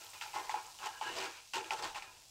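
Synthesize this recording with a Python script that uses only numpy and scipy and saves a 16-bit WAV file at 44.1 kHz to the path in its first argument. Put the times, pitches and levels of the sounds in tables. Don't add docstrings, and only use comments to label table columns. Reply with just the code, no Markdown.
import sys
import numpy as np
from scipy import signal
from scipy.fft import rfft, irfft
from scipy.io import wavfile

SR = 44100
rng = np.random.default_rng(int(sys.argv[2]) if len(sys.argv) > 2 else 0)


def waveform_to_disk(signal):
    frames = np.transpose(np.atleast_2d(signal))
    scaled = np.clip(frames, -1, 1) * 32767
    samples = np.round(scaled).astype(np.int16)
    wavfile.write(sys.argv[1], SR, samples)


def makeup_ratio(level_db):
    decades = np.asarray(level_db, float) / 20
    return 10 ** decades


N = 101429


def rms_one(x):
    return x / np.sqrt(np.mean(x ** 2) + 1e-20)


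def in_time(rows):
    return np.interp(np.arange(N) / SR, *np.transpose(rows))


def drift(hz):
    pole = np.exp(-40 * np.pi * hz / SR)
    noise = rng.standard_normal(N // 20 + 3002)
    slow = signal.lfilter([1], [1, -2 * pole, pole * pole], noise)[3000:]
    return np.interp(np.arange(N) / 20, np.arange(len(slow)), rms_one(slow))


def ring(x, hz, t60):
    radius = makeup_ratio(-60 / (max(t60, .002) * SR))
    angle = 2 * np.pi * hz / SR
    return signal.lfilter([0, np.sin(angle)], [1, -2 * radius * np.cos(angle), radius ** 2], x + 1e-18)


def clicks(per_s, spread_db):
    sizes = makeup_ratio(spread_db * np.minimum(rng.exponential(1, N), 4)) * rng.standard_normal(N)
    return rms_one(sizes * (rng.random(N) < per_s / SR))


def coloured(x, spectrum):
    hz, db = np.transpose(spectrum)
    f = np.maximum(np.fft.rfftfreq(N, 1 / SR), 1)
    octaves_out = np.maximum(np.log2(hz[0] / f), 0) + np.maximum(np.log2(f / hz[-1]), 0)
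    gain = makeup_ratio(np.interp(np.log(f), np.log(hz), db) - 18 * octaves_out)
    return irfft(rfft(x) * rms_one(gain), N)


def high_pass(x, hz):
    return signal.sosfilt(signal.butter(4, hz, "high", fs=SR, output="sos"), x)


# pitch_hz [Hz], density_db [dB per Hz]
ROOM_SPECTRUM = [(12, -58), (20, -1), (141, -10.5), (221, -15), (431, -14), (597, -11), (642, -8),
                 (1500, -36), (1950, -54), (3300, -120)]
# time_s [s], level_db [dB]
ROOM_LEVEL = [(0, -74.5), (.5, -70.5), (1.2, -70.5), (1.5, -78.5), (1.9, -65), (2.3, -74.5)]


def room_tone():
    rumble = makeup_ratio(in_time(ROOM_LEVEL)) * coloured(rng.standard_normal(N), ROOM_SPECTRUM)
    hum = makeup_ratio(-80) * rms_one(ring(rng.standard_normal(N), 98, 0.22))
    return rumble + hum


# time_s [s], level_db [dB]
SIZZLE_LEVEL = [(0.0, -53.5), (0.45, -53), (0.85, -54), (1.14, -56), (1.52, -57), (1.77, -53),
                (2.08, -59.5), (2.3, -58)]
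# pitch_hz [Hz], density_db [dB per Hz]
SIZZLE_SPECTRUM = [(710, -67), (1200, -29), (2630, -5), (2890, -6), (5160, -1.5), (5630, -2), (7850, -4.5),
                   (15600, -25.5)]


def sizzle():
    pops = clicks(per_s=9400, spread_db=-2.5)
    level_db = in_time(SIZZLE_LEVEL) - 3.0 + 0.4 * drift(21)
    return makeup_ratio(level_db) * coloured(pops, SIZZLE_SPECTRUM)


# time_s [s], level_db [dB]
AIR = [(0, -60), (.35, -62), (.65, -64), (.9, -67), (1.25, -71), (1.6, -75.5), (2.3, -74)]


def airy_crackle():
    flecks = high_pass(clicks(per_s=5000, spread_db=1.1), 9000)
    patches_db = -1 * drift(13)
    return makeup_ratio(in_time(AIR) + patches_db) * flecks


# start_s [s], peak_db [dB], pitch_hz [Hz]
SPITS = [
    (0.012, -42, 6400),
    (.048, -46, 12900),
    (0.067, -45, 3500),
    (0.103, -41.5, 8160),
    (0.495, -39, 7000),
    (0.666, -41, 7200),
    (.668, -54, 10500),
]


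def spits():
    out, t60_s = np.zeros(N), 0.012
    for start_s, peak_db, pitch_hz in SPITS:
        hit = np.zeros(N)
        hit[int(start_s * SR)] = makeup_ratio(peak_db)
        out += 0.58 * (ring(hit, pitch_hz * .94, t60_s) + ring(hit, pitch_hz * 1.06, t60_s))
    return out


# start_s [s], level_db [dB], fade_s [s to fall 20 dB], brightness_db [dB]
LANDINGS = [(.134, -57.5, 0.15, 9.5), (0.21, -48, 0.09, 9.5), (0.332, -51, 0.17, -14),
            (0.495, -41.5, 0.09, 1), (0.539, -40.5, 0.1257, -4.5), (.788, -49, 0.4, -6),
            (1.01, -38, 0.0263, -10), (1.535, -50, 0.25, 4.5), (1.707, -36, 0.045, -2.5),
            (1.823, -44, 0.0259, 9), (1.944, -51, .1, 9.5), (1.957, -41.5, 0, 0), (2.021, -58, 0.02, 12.5)]
# peak_s [s], level_db [dB], swell_s [s to rise 20 dB],
# fade_s [s to fall 20 dB], brightness_db [dB]
DRAGS = [(.005, -56, -3, 0.2, 3.5), (.235, -55, 0.8, 0.28, 4.5), (0.347, -43.5, -1.6, .06, 2),
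         (0.364, -36.5, .04, 0.0643, -5.5), (.39, -46, -1, 0.09, -3.5), (.44, -50, -3, 0.27, -2),
         (0.517, -43, -1.5, -0.0047, -1), (0.571, -43.5, -0.2, -0.0048, -5), (.61, -56, -2, 0.17, -1),
         (0.654, -58, -2.1, 0.23, -3), (0.833, -41, -0.05, 0.04, -5.5), (.865, -43.5, .05, 0.03, 3),
         (.9, -57.5, 0.6, 0.15, 6), (.97, -61.5, -4, 0.23, 4), (1.036, -40.5, .05, 0.06, -1.5),
         (1.066, -47.5, -0.4, 0.07, 2.5), (1.088, -43.5, -0.3, 0.02, 1.5), (1.123, -52.5, 0.2, 0.1243, 6),
         (1.16, -52.5, 0.03, 0.08, 2), (1.189, -48.5, 0.08, 0.09, 8.5), (1.225, -48.5, 0.13, 0.07, 7),
         (1.255, -45.5, 0.2, 0.0666, 3), (1.29, -51.5, 0.35, -0.05, 3), (1.331, -58, 0.3, 0.09, 8.5),
         (1.366, -63.5, -1.5, 0.15, 10), (1.563, -37, 0.1, 0.0529, 1.5), (1.588, -44.5, 5, .06, -0.5),
         (1.644, -53.5, -0.6, 0.16, 2.5), (1.734, -41.5, .05, 0.0336, 1.5), (1.77, -48, -1, 0.06, 1),
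         (1.805, -46, .06, 0.04, 3), (1.847, -39, -0.1, 0.03, 4), (1.88, -48, .05, 0.08, 5),
         (1.976, -47, -0.2, 0.0365, 6), (2.03, -54.5, .08, 0.09, 5), (2.07, -60.5, 8, 0.16, -4),
         (2.12, -67, -5.5, 0.25, 7)]


def pressure():
    t = np.arange(N) / SR
    landing_rise_s, round_top = 0.0006, 0.16
    strokes = [(s + .002, db, landing_rise_s, fade, bright_db, 0) for s, db, fade, bright_db in LANDINGS]
    strokes += [(s, db, max(swell, .015), fade, bright_db, round_top)
                for s, db, swell, fade, bright_db in DRAGS]
    plain, bright = 0, 0
    for s, db, swell, fade, bright_db, top in strokes:
        away = np.maximum((s - t) / max(swell, 1e-3), (t - s) / max(fade, .02))
        stroke_db = db - 20 * (np.hypot(away, top) - top)
        landed = t >= max([0] + [row[0] for row in LANDINGS if row[0] < s])
        power = landed * makeup_ratio(2 * np.maximum(stroke_db, -150))
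        plain = plain + power
        bright = bright + power * makeup_ratio(2 * bright_db)
    judder = makeup_ratio(1.0 * drift(120))
    return np.sqrt(plain) * judder, np.sqrt(bright) * judder


# time_s [s], pitch_hz [Hz]
BEARING = [(0, 2600), (.22, 2660), (.37, 2080), (.5, 2090), (.53, 2650), (.6, 2300), (.8, 2970),
           (.84, 2310), (.875, 3020), (1.01, 2920), (1.12, 2800), (1.16, 4900), (1.195, 4900),
           (1.215, 2350), (1.3, 2300), (1.55, 2750), (1.72, 2260), (1.84, 4650), (1.97, 2360), (2.3, 2810)]


def body(force, modes, favour_db=0., bearing_rows=BEARING):
    total = np.sqrt(sum(makeup_ratio(2 * db) for _, db, _ in modes))
    bearing_hz, favour_octaves = in_time(bearing_rows), .16
    out = np.zeros(N)
    for k, (hz, db, t60) in enumerate(modes):
        nearness = np.exp(-(np.log2(hz / bearing_hz) / favour_octaves) ** 2)
        share = makeup_ratio(2.0 * drift(8) + favour_db * nearness)
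        gain = makeup_ratio(db) / total * np.sqrt(4 * np.log(1000) / t60 / SR)
        out += (-1) ** k * gain * ring(force * share, hz, t60)
    return out


def damped(modes, t60_s):
    return [(hz, db, min(t60, t60_s)) for hz, db, t60 in modes]


# pitch_hz [Hz], level_db [dB], t60_s [s]
PAN_BOWL = [(718, -16, 0.2), (770.4, -3.5, 0.069), (793, -2, 0.093), (824.5, -8, 0.042), (847.1, 2, 0.09),
            (867.7, 0.5, 0.082), (888, -1, 0.14), (964, -5, 0.05), (983, -2, 0.08), (1004.5, -4.5, 0.1),
            (1019.4, -1.5, 0.053), (1044, -4.5, 0.033), (1060, -9, 0.05), (1111, -12, 0.27)]
WALL_HZ = (820, 916, 1042)


def bowl(force):
    wall = body(force, [(hz, 0, 0.017) for hz in WALL_HZ])
    return high_pass(body(force, PAN_BOWL) + makeup_ratio(-2) * wall, 515)


# time_s [s], level_db [dB], pitch_hz [Hz]
RIM = [(0, -9, 1310), (.2, -2.5, 1320), (.36, -13, 1440), (.5, -12, 1520), (.65, -10.5, 1270),
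       (.85, -11, 1380), (.96, 1, 1600), (1.02, -14, 1620), (1.07, -2, 1630), (1.16, -24, 1620),
       (1.22, -5, 1370), (1.29, -1.5, 1390), (1.45, -5.5, 1610), (1.56, -9, 1340), (1.72, -5.5, 1300),
       (1.85, -9, 1290), (1.97, -6, 1330), (2.3, -11, 1430)]
# pitch_hz [Hz], level_db [dB], t60_s [s]
PAN_RIM = [(1236, -1.5, 0.099), (1317, -0.5, 0.081), (1370, 0.5, 0.05), (1464, -4.5, 0.094),
           (1552, -1, 0.08), (1647, 4, 0.094)]


def rim(force):
    favour_db = 6
    share = makeup_ratio(in_time([(s, db) for s, db, _ in RIM]) - favour_db / 2)
    return high_pass(body(force * share, PAN_RIM, favour_db, [(s, hz) for s, _, hz in RIM]), 860)


# time_s [s], level_db [dB]
WEIGHT = [(0, -6), (.2, -15), (.25, -13.5), (.35, -12.5), (.43, -11.5), (.5, -17.5), (.57, -12), (.7, -21),
          (.83, -16.5), (.95, -12), (1.02, -14), (1.12, -2), (1.22, -3.5), (1.36, -8.5), (1.53, -12),
          (1.57, -5.5), (1.65, -4), (1.72, -9), (1.82, -1), (1.97, -14.5), (2.3, -13)]
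# pitch_hz [Hz], level_db [dB], t60_s [s]
PAN_DEEP = [(303, -6, 0.066), (333.5, 0, .1), (384.5, 2.5, .13), (459.2, 1.5, .1), (485.4, 3.5, .1),
            (567, -9.5, 0.056), (669, 2, .1)]
# pitch_hz [Hz], density_db [dB per Hz]
THUMP = [(70, 1), (105, 8.5), (180, 7.5), (260, -36)]


def deep_pan(force):
    heavy = force * makeup_ratio(in_time(WEIGHT))
    modes = high_pass(body(heavy, damped(PAN_DEEP, .09)), 205)
    return modes + makeup_ratio(-19.5) * coloured(heavy, THUMP)


# pitch_hz [Hz], level_db [dB], t60_s [s]
LADLE = [(1620, 2.5, 0.052), (1826, 2.5, 0.12), (2075, -3.5, 0.13), (2282, -3, 0.2), (2459, -1.5, 0.11),
         (2659, -2, 0.036), (2774, -3, 0.16), (2932, 0, 0.049), (3000, -3, 0.014), (3840, -37, 0.17),
         (4290, -26, 0.12), (4830, -2.5, 0.069), (6150, -5, 0.047), (7600, -14, 0.1)]


def ladle(force):
    modes = body(force, damped(LADLE, .08), favour_db=11)
    return high_pass(makeup_ratio(-13) * modes, 1360)


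# pitch_hz [Hz], density_db [dB per Hz]
GRIT = [(710, -66), (1200, -6.5), (1500, -5.5), (1920, -7.5), (2830, -5.5), (7760, -14), (10400, -27.5),
        (15600, -30)]


def rasp(bright):
    return makeup_ratio(-6) * coloured(clicks(10000, 1) * bright, GRIT)


def scraping():
    plain, bright = pressure()
    grains = clicks(per_s=7000, spread_db=1.8)
    pan = bowl(grains * plain) + rim(grains * plain) + deep_pan(grains * plain)
    return pan + ladle(grains * bright) + rasp(bright)


# start_s [s], tick_db [dB], tick_hz [Hz], knock_db into the bowl [dB]
TOUCHES = [(.134, -45, 2140, -53), (.212, -29.5, 2580, -46), (.333, -38, 2620, -52),
           (.339, -52, 2000, -43.5), (.353, -41, 2060, -55), (.360, -51, 2100, -38),
           (.494, -31.5, 2000, -35), (.541, -37, 1790, -30), (.788, -43, 2920, -58), (.860, -34, 7200, -43),
           (1.012, -35.5, 3000, -31.5), (1.184, -33.5, 2360, -46), (1.187, -30, 4800, -45),
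           (1.536, -33.5, 2700, -49), (1.580, -36, 3000, -38.5), (1.644, -38, 2830, -65),
           (1.707, -22.5, 2510, -33.5), (1.725, -37.5, 6200, -36.5), (1.735, -35, 5400, -41),
           (1.797, -45, 3430, -51), (1.824, -36, 5300, -38.5), (1.837, -31.5, 4260, -38),
           (1.958, -36.5, 2340, -40), (2.023, -36, 2450, -52)]


def ticks():
    out, cycles = np.zeros(N), 25.5
    for start_s, tick_db, hz, _ in TOUCHES:
        i = int(start_s * SR)
        hit = makeup_ratio(tick_db) * (np.arange(N - i)[:2000] == 0)
        t60_s = cycles / hz
        tick = ring(hit, hz, t60_s)
        tick = tick - .5 * ring(hit, hz * 1.2, t60_s) - 0.33 * ring(hit, hz * 0.784, t60_s)
        out[i:i + 2000] += tick + .3 * ring(hit, hz * 1.9, .004)
    return high_pass(out, 1230)


def knocks():
    start_s, _, _, knock_db = np.transpose(TOUCHES)
    at = (start_s * SR).astype(int)
    knock = np.zeros(N)
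    for hz, db, t60 in PAN_BOWL:
        hits = np.zeros(N)
        uneven_db = 3.5 * rng.normal(0, 1, len(at))
        hits[at] = makeup_ratio(knock_db + db - 13 + uneven_db)
        knock += ring(hits, hz, t60)
    soft_hz, soft_t60_s = 874, 0.02
    gain = np.log(1000) / soft_t60_s / SR * 4
    return gain * high_pass(ring(knock, soft_hz, soft_t60_s), 566)


def scene():
    oil = sizzle() + airy_crackle() + spits()
    return (room_tone() + oil + scraping() + ticks() + knocks())[None, :]


def top_cut(x):
    return signal.sosfilt(signal.butter(12, 15740, fs=SR, output="sos"), x)


def record(dry):
    hiss = makeup_ratio(-70) * high_pass(rng.standard_normal(N), 9250)
    passed = np.fft.rfftfreq(N, 1 / SR) < 15780
    mix = irfft(rfft(dry + hiss) * passed, N)
    return top_cut(mix)


dry = scene()
out = record(dry)
waveform_to_disk(out)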